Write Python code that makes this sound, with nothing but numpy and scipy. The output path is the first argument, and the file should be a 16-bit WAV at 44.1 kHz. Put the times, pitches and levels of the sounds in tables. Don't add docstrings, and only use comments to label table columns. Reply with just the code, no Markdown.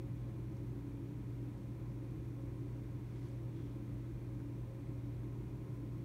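import sys
import numpy as np
from scipy import signal
from scipy.fft import rfft, irfft
from scipy.io import wavfile

SR = 44100
rng = np.random.default_rng(int(sys.argv[2]) if len(sys.argv) > 2 else 0)


def output_pcm(signal):
    pcm = np.clip(np.atleast_2d(signal).T, -1, 1) * 32767
    wavfile.write(sys.argv[1], SR, np.round(pcm).astype(np.int16))


N = 266672
TIME = np.arange(N) / SR
BIN_HZ = np.maximum(np.arange(N // 2 + 1) * SR / N, 1)


def from_db(db):
    return 10 ** (np.asarray(db) / 20)


def rms_one(x):
    return x / np.sqrt(np.mean(x ** 2))


def spectrum_db(points):
    hz, db = np.transpose(points)
    return np.interp(np.log(BIN_HZ), np.log(hz), db)


def bell(hz, width_hz):
    return 1 / (1 + ((BIN_HZ - hz) / width_hz) ** 2) ** 2


def noise(density):
    return irfft(rfft(rng.standard_normal(N)) * np.sqrt(density * SR / 2), N)


def drift(rate_hz):
    return rms_one(noise(bell(0, rate_hz)))


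# f/Hz, level/dB per Hz
HISS_FLOOR = [(1000, -113), (3500, -113.5), (6000, -116), (9000, -117.5), (12000, -119.5), (15500, -124)]
# f/Hz, width/Hz, gain/dB
HISS_HOLLOWS = [(4960, 360, -4.5), (7550, 1200, -3.5), (10480, 800, -7)]

def microphone_hiss():
    dips_db = sum(db * bell(hz, width) for hz, width, db in HISS_HOLLOWS)
    return noise(from_db(spectrum_db(HISS_FLOOR) + dips_db) ** 2)


# f/Hz, level/dB per Hz
AIR_RUMBLE = [(20, -103), (35, -86), (48, -71.5), (64, -77), (130, -76.5), (205, -75.5), (245, -82),
              (330, -87), (410, -87.5), (500, -90.5), (700, -96.5), (1400, -104), (2400, -108),
              (2900, -115), (5000, -125)]
# f/Hz, width/Hz, level/dB per Hz
DUCT_RESONANCES = [(75, 3.5, -72.5), (96, 4.1, -66), (132.8, 4, -65), (154.4, 3.9, -67.5), (286.5, 8, -70),
                   (324, 23, -72), (539.4, 9.4, -82), (944, 47, -95.5), (1065.6, 12, -92.5),
                   (1263, 20, -100), (2100, 230, -106.5), (2427, 60, -105), (3460, 71, -114)]

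def duct_air():
    ringing = sum(from_db(db) ** 2 * bell(hz, width) for hz, width, db in DUCT_RESONANCES)
    return noise(from_db(spectrum_db(AIR_RUMBLE)) ** 2 + ringing)


# multiple of the shaft rate, rms level/dB, flutter as a share of the tone
WHEEL_TONES = [(3, -56.5, 0.11), (5, -75.5, .4), (10, -77.5, 0.28), (11, -64, 0.49), (15, -59, .35),
               (16, -65.5, 0.21), (18, -71.5, 0.32), (20, -66, 0.53), (22, -69, 1), (54, -81, 0.87)]

def blower_wheel(shaft_hz=18.87, speed_wander=0.00035, wander_hz=0.95, flutter_hz=1.4):
    turns = np.cumsum(shaft_hz * (1 + speed_wander * drift(wander_hz))) / SR
    out = np.zeros(N)
    for multiple, db, flutter in WHEEL_TONES:
        inflow = 1 + flutter * (drift(flutter_hz) + 1j * drift(flutter_hz)) / np.sqrt(2)
        tone = np.exp(2j * np.pi * (round(multiple) * turns + rng.random()))
        out += from_db(db) * rms_one(np.real(inflow * tone))
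    return out


# multiple of the mains rate, level/dB relative to hum_db
HUM_PARTIALS = [(2, -.5), (4, -25.5)]

def blower_motor(mains_hz=60, hum_db=-45.5, waver_db=0.85, waver_hz=2.5):
    hum = np.zeros(N)
    for multiple, db in HUM_PARTIALS:
        cycles = round(multiple) * mains_hz * TIME + rng.random()
        hum += from_db(db) * np.sqrt(2) * np.sin(2 * np.pi * cycles)
    return hum * from_db(hum_db + waver_db * drift(waver_hz))


# middle t/s, half length/s, rms level/dB, centre f/Hz, width/Hz, squeak rms level/dB
FEATHER_SHIFTS = [(3.233, 0.16, -75.5, 3000, 4000, -90), (3.627, .11, -76, 2300, 2200, -79.5)]
# f/Hz, width/Hz, relative level/dB
SQUEAK_RESONANCES = [(3430, 170, 0), (5850, 300, -12)]

def bird_feathers(grain_db=2.0, grain_hz=110):
    out = np.zeros(N)
    resonances = sum(from_db(db) ** 2 * bell(hz, width) for hz, width, db in SQUEAK_RESONANCES)
    for middle, half_length, db, hz, width, squeak_db in FEATHER_SHIFTS:
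        friction = from_db(db) * rms_one(noise(bell(hz, width)))
        squeak = from_db(squeak_db) * rms_one(noise(resonances))
        grain = rms_one(from_db(grain_db * drift(grain_hz)))
        swell = np.exp(-((TIME - middle) / half_length) ** 2)
        out += swell * grain * (friction + squeak)
    return out


# t/s, rms level/dB at onset, centre f/Hz, decay/s
PERCH_TICKS = [(0.568, -67, 5900, .003), (3.2851, -71.5, 7400, .008), (3.316, -75, 4800, .003),
               (4.4011, -76, 5500, .005), (4.4011, -65, 1300, .012)]

def bird_ticks(relative_width=0.18):
    out = np.zeros(N)
    for onset, db, hz, decay in PERCH_TICKS:
        envelope = (TIME >= onset) * np.exp(-np.abs(TIME - onset) / decay)
        scratch = rms_one(noise(bell(hz, relative_width * hz)))
        out += from_db(db) * envelope * scratch
    return out


def scene():
    blower = blower_motor() + blower_wheel() + duct_air()
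    return (blower + bird_ticks() + bird_feathers())[None, :]


def record(dry):
    cutoff_hz = 15730
    lowpass = signal.ellip(12, .1, 70, cutoff_hz, fs=SR, output="sos")
    return signal.sosfilt(lowpass, dry + microphone_hiss())


dry = scene()
out = record(dry)
output_pcm(out)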